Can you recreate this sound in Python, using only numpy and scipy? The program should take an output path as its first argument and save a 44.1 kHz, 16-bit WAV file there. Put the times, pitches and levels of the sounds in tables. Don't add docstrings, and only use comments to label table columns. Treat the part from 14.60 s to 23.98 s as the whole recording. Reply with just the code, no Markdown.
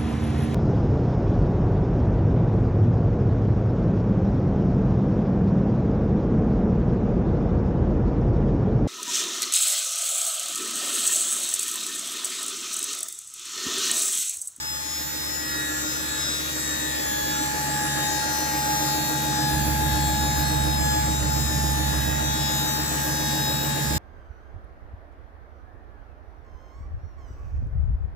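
import sys
import numpy as np
from scipy import signal
from scipy.fft import irfft, next_fast_len
from scipy.io import wavfile
from scipy.ndimage import uniform_filter1d, map_coordinates

SR = 44100
rng = np.random.default_rng(int(sys.argv[2]) if len(sys.argv) > 2 else 0)


def put_to_file(sound):
    columns = np.atleast_2d(sound).T
    safe = np.clip(columns, -1, 1)
    whole_steps = np.round(safe * 32767)
    wavfile.write(sys.argv[1], SR, whole_steps.astype(np.int16))


N = 413658
T = np.arange(N) / SR
FRAME_HZ = 60
FRAME_T = np.arange(int(T[-1] * FRAME_HZ) + 2) / FRAME_HZ
TEETH, SLOTS, FIRINGS_PER_CYCLE = 13, 29, 10

# freq_hz, left_minus_right_db
BALANCE = [(60, -7), (200, -4.5), (330, -4.5), (550, -2), (850, 3), (1150, 0), (1700, -1.5), (3000, -1),
           (3800, 7), (4400, -1.5), (6000, 13.5), (7300, 9.5), (8300, 0.5), (15000, -0.5)]
# time_s, level_db
HISS_SWELL = [(0.0, -46), (1.0, -42.5), (3.38, -40), (3.62, -40.5), (6.62, -41.5), (6.88, -42),
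              (9.38, -40.5)]
# time_s, firing_db, octave_db
ENGINE_BOOM = [(0.0, -48.4, -54.5), (0.75, -45.5, -49), (2.62, -42.5, -44.5), (3.38, -43.4, -37),
               (3.5, -42.5, -43), (4.89, -40.5, -31.5), (4.95, -29.5, -31), (7.38, -29, -33),
               (8.12, -39.5, -33.5), (8.25, -37, -35.5), (9.23, -40.5, -31), (9.3, -32, -31.5),
               (9.38, -29, -32)]
# time_s, exhaust_drone_db, fan_roar_db
ENGINE_MIDS = [(0.0, -55.5, -56), (1.0, -39.5, -46), (1.62, -43, -45.5), (3.5, -40.5, -42),
               (5.12, -34.5, -42.5), (7.0, -40, -43.5), (7.38, -38, -44), (7.88, -39, -44),
               (8.5, -38.5, -42), (9.38, -39.5, -41.5)]


def pump(judder_deg=0.022, fade_hz=2500, uncover=0.8, side_share=0.12, count=240):
    speed = shaft_speed(T)
    judder = np.sqrt(2) * drift(N, 1, 1 / SR, rate=30)[:, 0].real
    turns = np.cumsum(speed) / SR + np.radians(judder_deg) * judder / (2 * np.pi)
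    hz = np.arange(count) * speed.mean()
    fade_rate = 1.4 * np.sqrt(1 + hz / fade_hz)
    decades = np.log10((hz + 1) / fade_hz)
    fields = [fading(count, echo_db=-3, rate=fade_rate) for _ in range(2)]
    gains = stereo(*fields, hz)
    gains *= bounces(np.arange(count), echo_db=-6 + 8 * decades)
    gains *= buzz_levels(hz)
    gains *= amp(uncover * swell(follow(HISS_SWELL, FRAME_T)[0]))[:, None]
    gains[:, :, TEETH] = gear_tone()
    for multiple, gain in whines():
        rise = amp(swell(side_share * 20 * np.log10(gain)))
        gains[:, :, [multiple - 1, multiple + 1]] *= rise[:, None]
    for multiple, gain in whines():
        gains[:, :, multiple] = widen(gain, hz[multiple], fade_rate[multiple])
    gains *= shimmer(count, echo_db=-15 + 5 * decades)
    shrill = 6 * TEETH
    mirror = 2 * np.angle(gains[:, :, shrill]) - np.angle(gains[:, :, shrill + 1])
    gains[:, :, shrill - 1] = -abs(gains[:, :, shrill - 1]) * np.exp(1j * mirror)
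    return revolve(gains, turns)


def shaft_speed(t, hunt_hz=1.316, first_top_s=0.7, swing_hz=0.2223, linger_hz=0.035):
    # time_s, speed_hz
    sag = [(0.0, 65.82), (1.0, 65.64), (2.12, 65.29), (2.62, 65.02), (3.25, 64.99), (6.25, 65.1),
           (7.12, 65.55), (8.75, 65.6), (9.38, 65.46)]
    hunt = 2 * np.pi * hunt_hz * (t - first_top_s)
    linger = linger_hz * np.cos(3 * hunt - 2.02)
    return follow(sag, t)[0] + swing_hz * np.cos(hunt) + linger


def gear_tone():
    # time_s, level_db
    level = [(0.0, -40), (1.12, -38.5), (1.31, -49), (1.4, -44), (1.58, -39), (1.69, -51), (2.38, -34.5),
             (2.5, -30.5), (3.81, -31.5), (4.12, -27), (4.5, -32), (4.81, -28.5), (6.12, -29.5),
             (6.44, -26), (6.62, -35.5), (6.72, -28.5), (6.82, -38), (7.05, -30.5), (7.4, -32.5),
             (7.6, -31.5), (8.16, -31), (8.28, -36), (8.45, -32.5), (9.38, -34.5)]
    # time_s, left_minus_right_db, left_lead_rad
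    position = [(0, 1, 2.35), (1.2, -1, 3.08), (1.4, 2, 2.3), (1.62, 2, 2.54), (1.8, -2.5, 2.9),
                (2.6, 3, 2.94), (3, -.5, 1.28), (5.1, 2, 1.4), (5.7, 6, 1.2), (5.95, 0.5, 2.08),
                (6.5, 3.5, 2.36), (6.8, 1, 2), (7.25, 1, 1.97), (7.55, -1.5, 2.6), (7.95, -1, 1.9),
                (8.4, 17, 2.2), (9.38, 6, 1.4)]
    pan_db, lead = follow(position, FRAME_T)
    pair = amp([pan_db / 2, -pan_db / 2]) * np.exp(.5j * np.array([lead, -lead]))
    return envelope(level) * unit_power(pair)


def whines():
    # time_s, level_db
    gear_2 = [(0.0, -82), (0.72, -64), (1.16, -36), (1.26, -59.0), (1.56, -39.5), (1.76, -59.0), (2.4, -57),
              (2.54, -37), (3.02, -44), (3.28, -35.5), (3.64, -48), (3.95, -56), (4.15, -47), (4.4, -57),
              (4.66, -59.0), (4.9, -36), (5.1, -45), (5.66, -37.5), (6.14, -48), (6.26, -36.5), (6.6, -54),
              (6.95, -47), (7.15, -57), (7.35, -42), (7.55, -64), (7.95, -44), (8.2, -60), (8.4, -52),
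              (8.75, -49), (9.05, -69), (9.36, -44)]
    # time_s, level_db
    under_octave = [(0.0, -58), (2.58, -75), (3.48, -46), (3.54, -42), (4.88, -46.0), (5.3, -38.5),
                    (5.64, -57), (5.84, -43), (6.24, -66), (7.28, -59.0), (7.46, -41.5), (7.9, -61),
                    (8.5, -41), (9.36, -47)]
    # time_s, level_db
    over_octave = [(0.0, -53.5), (1.82, -71), (2.14, -40.5), (4.06, -58), (4.62, -63), (4.94, -42),
                   (5.14, -49), (5.38, -46), (5.64, -59), (6.72, -61), (6.78, -44), (7.18, -41.5),
                   (7.44, -66), (7.94, -62), (8.34, -48), (8.92, -49), (9.18, -44), (9.36, -61)]
    # time_s, level_db
    gear_3 = [(0.0, -61), (0.78, -57), (0.92, -50.0), (1.22, -57), (1.56, -48), (1.64, -62), (2.1, -61),
              (2.38, -47), (2.42, -60), (4.58, -53), (5.04, -53), (5.26, -55), (5.94, -52), (6.32, -61),
              (7.18, -57), (7.52, -46.0), (7.62, -53), (9.36, -54)]
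    # time_s, level_db
    gear_4 = [(0.0, -56.5), (0.42, -48), (0.52, -53), (1.28, -58), (1.66, -42), (2.12, -55), (2.7, -39.5),
              (2.92, -56), (3.86, -60), (5.12, -46), (5.2, -52.5), (5.46, -43), (5.94, -56), (6.44, -47),
              (6.54, -64), (7.62, -48), (7.76, -40.5), (8.2, -54), (8.76, -46.5), (9.36, -54)]
    # time_s, level_db
    gear_5 = [(0.0, -64), (0.34, -51), (1.2, -51), (2.12, -46), (2.36, -53), (2.7, -43), (2.78, -47),
              (3.26, -53.5), (3.68, -41), (4.02, -41.5), (4.44, -39), (4.7, -53), (5.24, -51),
              (5.42, -37.5), (5.56, -44), (5.8, -44.5), (5.859, -37), (6.0, -48), (6.5, -48), (6.58, -58.5),
              (6.66, -47), (7.14, -60.0), (7.26, -48), (7.32, -57.5), (8.6, -49), (9.36, -54)]
    # time_s, level_db
    gear_6 = [(0.0, -49.5), (0.08, -33.5), (0.16, -40), (0.38, -34.5), (0.48, -56.0), (0.64, -37),
              (0.84, -39.0), (0.9, -35.5), (1.06, -61), (1.24, -47), (1.32, -36.5), (1.54, -63),
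              (1.64, -32), (1.7, -35), (1.88, -47), (3.08, -53), (3.16, -43.0), (3.32, -58.5), (3.5, -49.0),
              (3.58, -38), (3.74, -37.5), (3.92, -40), (4.28, -38), (4.38, -55), (4.84, -41.0),
              (5.06, -60.0), (5.26, -56.5), (5.32, -45), (5.72, -45), (5.82, -37.5), (6.0, -46.5),
              (6.1, -37), (6.6, -49), (6.68, -44), (7.08, -36.5), (7.26, -57.5), (7.36, -39.0),
              (7.68, -58.0), (7.86, -36.5), (8.08, -62), (8.88, -36.5), (8.94, -57), (9.3, -39.5),
              (9.36, -42.0)]
    # time_s, level_db
    gear_7 = [(0.0, -50), (0.4, -51.5), (0.54, -43.5), (0.78, -62), (1.36, -40.5), (1.48, -54),
              (1.6, -44.0), (2.701, -52), (2.76, -42.0), (3.28, -47), (3.84, -37), (4.1, -48.5),
              (4.82, -42.0), (5.02, -55.5), (6.46, -51), (6.54, -46.5), (7.5, -44.5), (7.66, -40),
              (7.78, -48.0), (8.04, -45), (8.1, -37.5), (8.24, -53.0), (8.4, -43.5), (8.78, -40),
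              (8.92, -50), (9.36, -51)]
    # time_s, level_db
    gear_8 = [(0.0, -50), (0.2, -54), (0.28, -38), (0.68, -46), (0.76, -39.0), (0.86, -50), (1.34, -41),
              (1.42, -59.0), (1.52, -39.5), (1.8, -54), (1.94, -41.5), (2.14, -47), (2.58, -39.5),
              (2.86, -50), (3.34, -44), (3.5, -38), (3.74, -49), (4.52, -41.0), (5.14, -47), (5.78, -40.5),
              (5.84, -59), (7.08, -39.5), (7.72, -48), (7.98, -35.0), (8.14, -46), (9.36, -44)]
    # time_s, level_db
    gear_9 = [(0.0, -44), (0.88, -53.0), (1.0, -45), (1.08, -59.5), (1.18, -39), (1.36, -59), (1.64, -36),
              (1.86, -58), (2.06, -36.5), (2.32, -49), (2.66, -59.0), (2.78, -38.5), (2.88, -47.5),
              (3.18, -38.5), (3.42, -52), (3.52, -46.5), (5.34, -61), (5.479, -36.5), (5.64, -52),
              (6.16, -56), (6.22, -38), (6.64, -45), (7.48, -56), (7.98, -44), (8.18, -58), (8.3, -40.0),
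              (8.38, -49), (9.02, -41), (9.14, -54), (9.36, -40.5)]
    # time_s, level_db
    whistle = [(0.0, -52), (0.18, -44), (0.29, -56), (0.42, -43), (1.59, -53), (2.66, -41), (3.08, -50),
               (3.68, -47), (3.76, -40), (3.89, -45), (4.54, -36), (4.75, -51), (5.04, -37), (5.75, -48),
               (5.8, -35), (5.85, -43), (6.69, -49), (6.74, -40.5), (7.73, -53.5), (7.97, -35.5),
               (8.18, -44), (9.06, -37), (9.14, -49), (9.38, -39)]
    # time_s, level_db
    slot_1 = [(0.0, -86), (0.69, -47.5), (1.0, -35.5), (1.25, -48), (1.75, -53), (2.31, -38.5), (2.62, -62),
              (3.31, -41.5), (4.692, -43), (5.0, -58), (7.19, -50.5), (7.56, -43), (7.69, -54), (9.38, -51)]
    # time_s, level_db
    under_slot = [(0, -74), (1.3, -57), (2.3, -47), (2.7, -62), (7.3, -56), (7.8, -45.5), (8.2, -45),
                  (8.5, -44), (8.9, -45), (9.05, -65), (9.38, -50)]
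    # time_s, level_db
    slot_2 = [(0.0, -50), (0.17, -60), (0.42, -47), (0.55, -52), (0.86, -52), (1.0, -38), (1.16, -57),
              (1.28, -43), (1.36, -50), (1.55, -37.5), (1.75, -37), (1.98, -41.5), (2.08, -38), (2.64, -61),
              (2.74, -38), (2.86, -52), (3.2, -45), (3.5, -39.5), (3.8, -46), (4.24, -47), (4.3, -42),
              (4.65, -40), (4.78, -46), (5.2, -45), (5.36, -38), (5.42, -44), (5.55, -39), (6.14, -37.5),
              (6.22, -64), (6.38, -63), (6.55, -37), (6.66, -45.5), (6.84, -41), (7.22, -50), (7.3, -41),
              (8.1, -36), (8.26, -44), (8.32, -56), (8.4, -44), (8.88, -33.5), (9.36, -45)]
    # time_s, level_db
    slot_4 = [(0.0, -55), (1.0, -48), (1.14, -40), (1.48, -49), (2.04, -49), (2.14, -38.5), (2.5, -58),
              (2.88, -43.0), (3.14, -48), (5.38, -49), (5.48, -42), (6.16, -59), (6.22, -39), (6.58, -49),
              (6.84, -39), (7.02, -62), (7.72, -43.0), (7.82, -45), (8.32, -53.0), (8.72, -44.0),
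              (9.0, -56), (9.36, -48.0)]
    gears = [gear_2, gear_3, gear_4, gear_5, gear_6, gear_7, gear_8, gear_9]
    curves = [(harmonic * TEETH, curve) for harmonic, curve in enumerate(gears, start=2)]
    curves += [(17 * TEETH, whistle), (2 * TEETH - 1, under_octave), (2 * TEETH + 1, over_octave)]
    curves += [(SLOTS - 1, under_slot), (SLOTS, slot_1), (2 * SLOTS, slot_2), (4 * SLOTS, slot_4)]
    return [(multiple, envelope(curve)) for multiple, curve in curves]


def buzz_levels(hz, skirt_db=-10, skirt_hz=10000):
    # shaft_multiple, level_db
    steady_tones = [(11, -52.5), (18, -58), (19, -56), (23, -55), (24, -49), (30, -56), (54, -59),
                    (56, -56), (57, -55), (62, -53), (64, -53), (68, -59), (69, -51), (72, -59), (74, -54),
                    (79, -54), (81, -55), (87, -57), (92, -56), (98, -56), (99, -53), (103, -54),
                    (106, -55), (107, -53), (110, -55), (119, -45), (120, -50), (130, -55), (143, -47),
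                    (144, -55), (156, -53), (169, -50), (181, -54), (182, -49), (187, -59), (195, -46),
                    (208, -47), (210, -55), (211, -56), (233, -59), (234, -53)]
    # freq_hz, level_per_tone_db
    buzz = [(130, -65), (679, -66), (1250, -60), (1772, -60.5), (2700, -59.5), (3500, -60.5), (4500, -61.5),
            (5700, -58.5), (6600, -61), (7400, -59.5), (8400, -66), (9854, -66), (11862, -63.5),
            (13800, -62.5), (15000, -67)]
    tone_power = np.zeros(len(hz))
    for multiple, db in steady_tones:
        tone_power[round(multiple)] = amp(db) ** 2
    carriers = tone_power.copy()
    for multiple, gain in whines():
        carriers[multiple] = np.mean(gain ** 2)
    skirts = np.convolve(carriers, [1 / 4, 1, 0, 1, 1 / 4], "same")
    skirts *= (amp(skirt_db) * np.minimum(hz / skirt_hz, 1)) ** 2
    return np.sqrt(amp(at_hz(buzz, hz)) ** 2 + tone_power + skirts) * (hz > 0)


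def bounces(multiples, echo_db, longest_s=.045, walk_m_s=.04, sound_m_s=343, count=8):
    delays = rng.uniform(0, longest_s, count)
    walks = walk_m_s * rng.standard_normal(count)
    hz = shaft_speed(FRAME_T)[:, None] * multiples
    paths = [np.exp(-2j * np.pi * hz * (delay + walk * FRAME_T[:, None] / sound_m_s))
             for delay, walk in zip(delays, walks)]
    return unit_power(1 + amp(echo_db) * sum(paths) / np.sqrt(count))


def widen(gain, hz, fade_rate, spread_db=-3):
    tilt = amp(at_hz(BALANCE, hz))
    echoes = drift(len(FRAME_T), 1, 1 / FRAME_HZ, fade_rate)[:, 0]
    side = gain * (tilt - 1) / (tilt + 1) + amp(spread_db) * np.sqrt(np.mean(gain ** 2)) * echoes
    return [gain + side, gain - side]


def shimmer(count, echo_db, rattle_db=-12):
    gains = fading(count, echo_db, rate=6)
    octave = 2 * TEETH
    loose = 1 + amp(rattle_db) * drift(len(FRAME_T), 2, 1 / FRAME_HZ, rate=9)
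    gains[:, [octave - 1, octave + 1]] = gains[:, [octave]] * loose
    return gains


def oil_and_brushes():
    # freq_hz, density_db
    hiss_colour = [(300, -90), (1000, -74), (1400, -72), (1900, -73), (2750, -74.5), (3500, -77),
                   (5600, -78.5), (7000, -75.5), (7750, -70.5), (8250, -85), (10500, -79.5), (12500, -79),
                   (14800, -78), (15700, -92)]
    # centre_hz, width_hz, boost_db
    housing = [(1216, 29, 8), (1540, 220, 6)]
    # freq_hz, density_db
    ring_colour = [(1250, -120), (1375, -63), (1410, -60), (1550, -120)]
    # time_s, level_db
    ring_swell = [(0.0, -61), (0.83, -57), (0.96, -47.5), (2.69, -59), (2.72, -49), (3.58, -60),
                  (3.63, -46), (3.65, -51), (5.93, -54.5), (7.97, -52), (8.75, -59), (9.38, -66)]
    hiss = rush(hiss_colour, follow(HISS_SWELL, T)[0], likeness=1, peaks=housing)
    ring = rush(ring_colour, follow(ring_swell, T)[0], likeness=0.8)
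    return turbulence(hiss + ring) * ripple(shaft_speed(T), depth_db=-0.2, harmonics=5)


def turbulence(hiss, patch_db=2.36, patch_s=0.034, patch_hz=350, size=512):
    hop = size // 4
    spectra = signal.stft(hiss, nperseg=size, noverlap=size - hop)[2]
    patches = rng.standard_normal(spectra.shape[1:])
    patches = uniform_filter1d(patches, round(patch_hz * size / SR), axis=0)
    patches = uniform_filter1d(patches, round(patch_s * SR / hop), axis=1)
    gain = amp(swell(patch_db * patches / patches.std()))
    return signal.istft(spectra * gain, nperseg=size, noverlap=size - hop)[1][:, :N]


def engine_boom(cycle_hz, count=48):
    # cycle_multiple, level_re_octave_db
    uneven = [(18, -15), (19, -18), (20, -1), (21, -15), (22, -17), (23, -13.5), (25, -18), (26, -30),
              (30, -13.5), (31, -15.5), (33, -12), (34, -22), (41, -20)]
    firing_db, octave_db = follow(ENGINE_BOOM, FRAME_T)
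    level = np.zeros((len(FRAME_T), count))
    level[:, FIRINGS_PER_CYCLE] = amp(firing_db)
    for multiple, db in uneven:
        level[:, round(multiple)] = amp(octave_db + db)
    waver = fading(count, echo_db=-14, rate=2.1)
    waver[:, FIRINGS_PER_CYCLE] = fading(1, echo_db=-11.5, rate=14)[:, 0]
    tilt = amp(at_hz(BALANCE, np.arange(count) * cycle_hz.mean()))
    gains = np.array([level * waver * tilt, level * waver]) * 2 / (1 + tilt)
    return revolve(gains, np.cumsum(cycle_hz) / SR)


def idle_speed(firing_hz=70.7, waver=0.00405):
    return firing_hz / FIRINGS_PER_CYCLE * (1 + waver * wander(rate=0.61))


def exhaust_drone(cycle_hz, pitch_hz=307.5, stray_hz=1.48, waver_db=1.14, pan_db=-4, lead_rad=.7):
    # time_s, depth (0-1)
    throb_depth = [(0, 0.3), (2.4, 0.35), (3.4, 0.65), (5.1, 0.45), (6, 0.7), (9.38, 0.65)]
    hz = pitch_hz * cycle_hz / cycle_hz.mean() + stray_hz * wander(rate=2.85)
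    phase = 2 * np.pi * np.cumsum(hz) / SR
    depth = follow(throb_depth, T)[0]
    throb = (1 + depth * np.cos(2 * np.pi * np.cumsum(cycle_hz) / SR)) / np.sqrt(1 + depth ** 2 / 2)
    gain = np.sqrt(2) * throb * amp(follow(ENGINE_MIDS, T)[0] + waver_db * wander(rate=1.8))
    return gain * amp([[pan_db / 2], [-pan_db / 2]]) * np.sin([phase + lead_rad, phase])


def engine_rumble():
    # freq_hz, density_db
    colour = [(15, -98), (28, -74), (42, -65), (60, -67), (100, -60.5), (140, -57), (190, -61.5),
              (300, -78), (700, -110)]
    firing_db, octave_db = follow(ENGINE_BOOM, T)
    return rush(colour, 0.63 * firing_db + 0.35 * octave_db, likeness=0.92)


def fan_roar():
    # freq_hz, density_db
    body_colour = [(60, -100), (140, -84), (220, -66.5), (290, -61), (350, -66.5), (457, -67.5),
                   (588, -63.5), (720, -79.5), (1000, -86.5), (4000, -110)]
    # freq_hz, density_db
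    top_colour = [(450, -110), (620, -66.5), (718, -67), (914, -68.5), (1400, -88), (4000, -110)]
    # time_s, level_db
    top_swell = [(0.0, -65.5), (2.8, -57), (3.08, -50), (3.16, -56), (3.4, -49), (6.19, -47.5), (6.35, -49),
                 (8.93, -48), (8.96, -49.5), (9.38, -49)]
    body = rush(body_colour, follow(ENGINE_MIDS, T)[1], likeness=0.39)
    return body + rush(top_colour, follow(top_swell, T)[0], likeness=0.57)


def rush(colour, level_db, likeness, peaks=()):
    size = next_fast_len(N)
    hz = np.fft.rfftfreq(size, 1 / SR)
    boost_db = sum(rise / (1 + (2 * (hz - centre) / width) ** 2) for centre, width, rise in peaks)
    spectrum = stereo(complex_noise(len(hz)), complex_noise(len(hz)), hz, likeness)
    spectrum *= amp(at_hz(colour, hz) + boost_db)
    return irfft(spectrum, size, axis=1)[:, :N] * np.sqrt(size * SR / 2) * amp(swell(level_db))


def stereo(one, other, hz, likeness=1):
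    # freq_hz, coherence (0-1)
    coherence = [(60, 0.76), (150, 0.72), (300, 0.16), (430, 1), (850, 0.78), (1400, 0.87), (2000, 0.11),
                 (3200, 0.24), (4400, 0.07), (5800, 0.045), (7000, 0.55), (8500, 0.99), (9300, 1),
                 (15000, 0.94)]
    # freq_hz, left_lead_rad
    lead = [(0, -0.5), (260, -0.2), (690, 2.5), (1210, 1.55), (1890, 5.5), (2580, 3), (4310, 5.5),
            (4820, 6), (6550, 14), (7150, 10.5), (7840, 10.5), (8270, 9.5), (8960, 2.5), (9650, 4),
            (10100, 0), (10400, 0.86), (11600, -1.35), (12100, -1.5), (12500, -2), (13900, -3.5),
            (14800, -6), (16100, -2.5)]
    same = np.clip(likeness * at_hz(coherence, hz), 0, 1)
    tilt = amp(at_hz(BALANCE, hz))
    right = (same * one + np.sqrt(1 - same ** 2) * other) * np.exp(-1j * at_hz(lead, hz))
    return np.array([one * tilt, right]) * np.sqrt(2 / (1 + tilt ** 2))


def revolve(gains, turns, size=8192):
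    cycles = irfft(gains, size, axis=2) * size / np.sqrt(2)
    where = [T * FRAME_HZ, turns % 1 * size]
    return np.array([map_coordinates(c, where, order=1, mode="grid-wrap") for c in cycles])


def ripple(speed_hz, depth_db, harmonics):
    turns = np.cumsum(speed_hz) / SR
    shape = sum(np.cos(2 * np.pi * (k * turns + rng.random())) / np.sqrt(k)
                for k in range(1, harmonics + 1))
    return amp(swell(depth_db * shape))


def fading(count, echo_db, rate):
    echoes = amp(echo_db) * drift(len(FRAME_T), count, 1 / FRAME_HZ, rate)
    direct = np.exp(2j * np.pi * rng.random(count))
    return unit_power(direct + echoes)


def wander(rate):
    return np.interp(T, FRAME_T, np.sqrt(2) * drift(len(FRAME_T), 1, 1 / FRAME_HZ, rate)[:, 0].real)


def drift(length, count, step_s, rate):
    size = next_fast_len(length)
    lowpass = np.exp(-.5 * (np.fft.fftfreq(size, step_s)[:, None] / rate) ** 2)
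    smooth = np.fft.ifft(complex_noise((size, count)) * lowpass, axis=0)[:length]
    return smooth * size / np.linalg.norm(lowpass, axis=0)


def complex_noise(shape):
    return (rng.standard_normal(shape) + 1j * rng.standard_normal(shape)) / np.sqrt(2)


def envelope(rows):
    time_s, db = np.transpose(rows)
    return np.interp(FRAME_T, time_s, amp(db))


def follow(rows, t):
    time_s, *columns = np.transpose(rows)
    return [np.interp(t, time_s, column) for column in columns]


def at_hz(rows, hz):
    freq_hz, value = np.transpose(rows)
    return np.interp(np.log(hz + 1), np.log(freq_hz + 1), value)


def unit_power(gain):
    return gain / np.sqrt(np.mean(abs(gain) ** 2, 0))


def swell(db):
    return db - 10 * np.log10(np.mean(amp(db) ** 2))


def amp(db):
    return 10 ** (np.asarray(db) / 20)


def scene():
    cycle_hz = idle_speed()
    hiss = oil_and_brushes()
    engine_noise = engine_rumble() + fan_roar()
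    tones = pump() + engine_boom(cycle_hz) + exhaust_drone(cycle_hz)
    exhaust_puffs = ripple(cycle_hz, depth_db=1.7, harmonics=2)
    return tones + hiss + engine_noise * exhaust_puffs


def record(dry):
    lowpass = signal.firwin(511, cutoff=15750, window=("kaiser", 9), fs=SR)
    return signal.oaconvolve(dry, lowpass[None], "same")


dry = scene()
out = record(dry)
put_to_file(out)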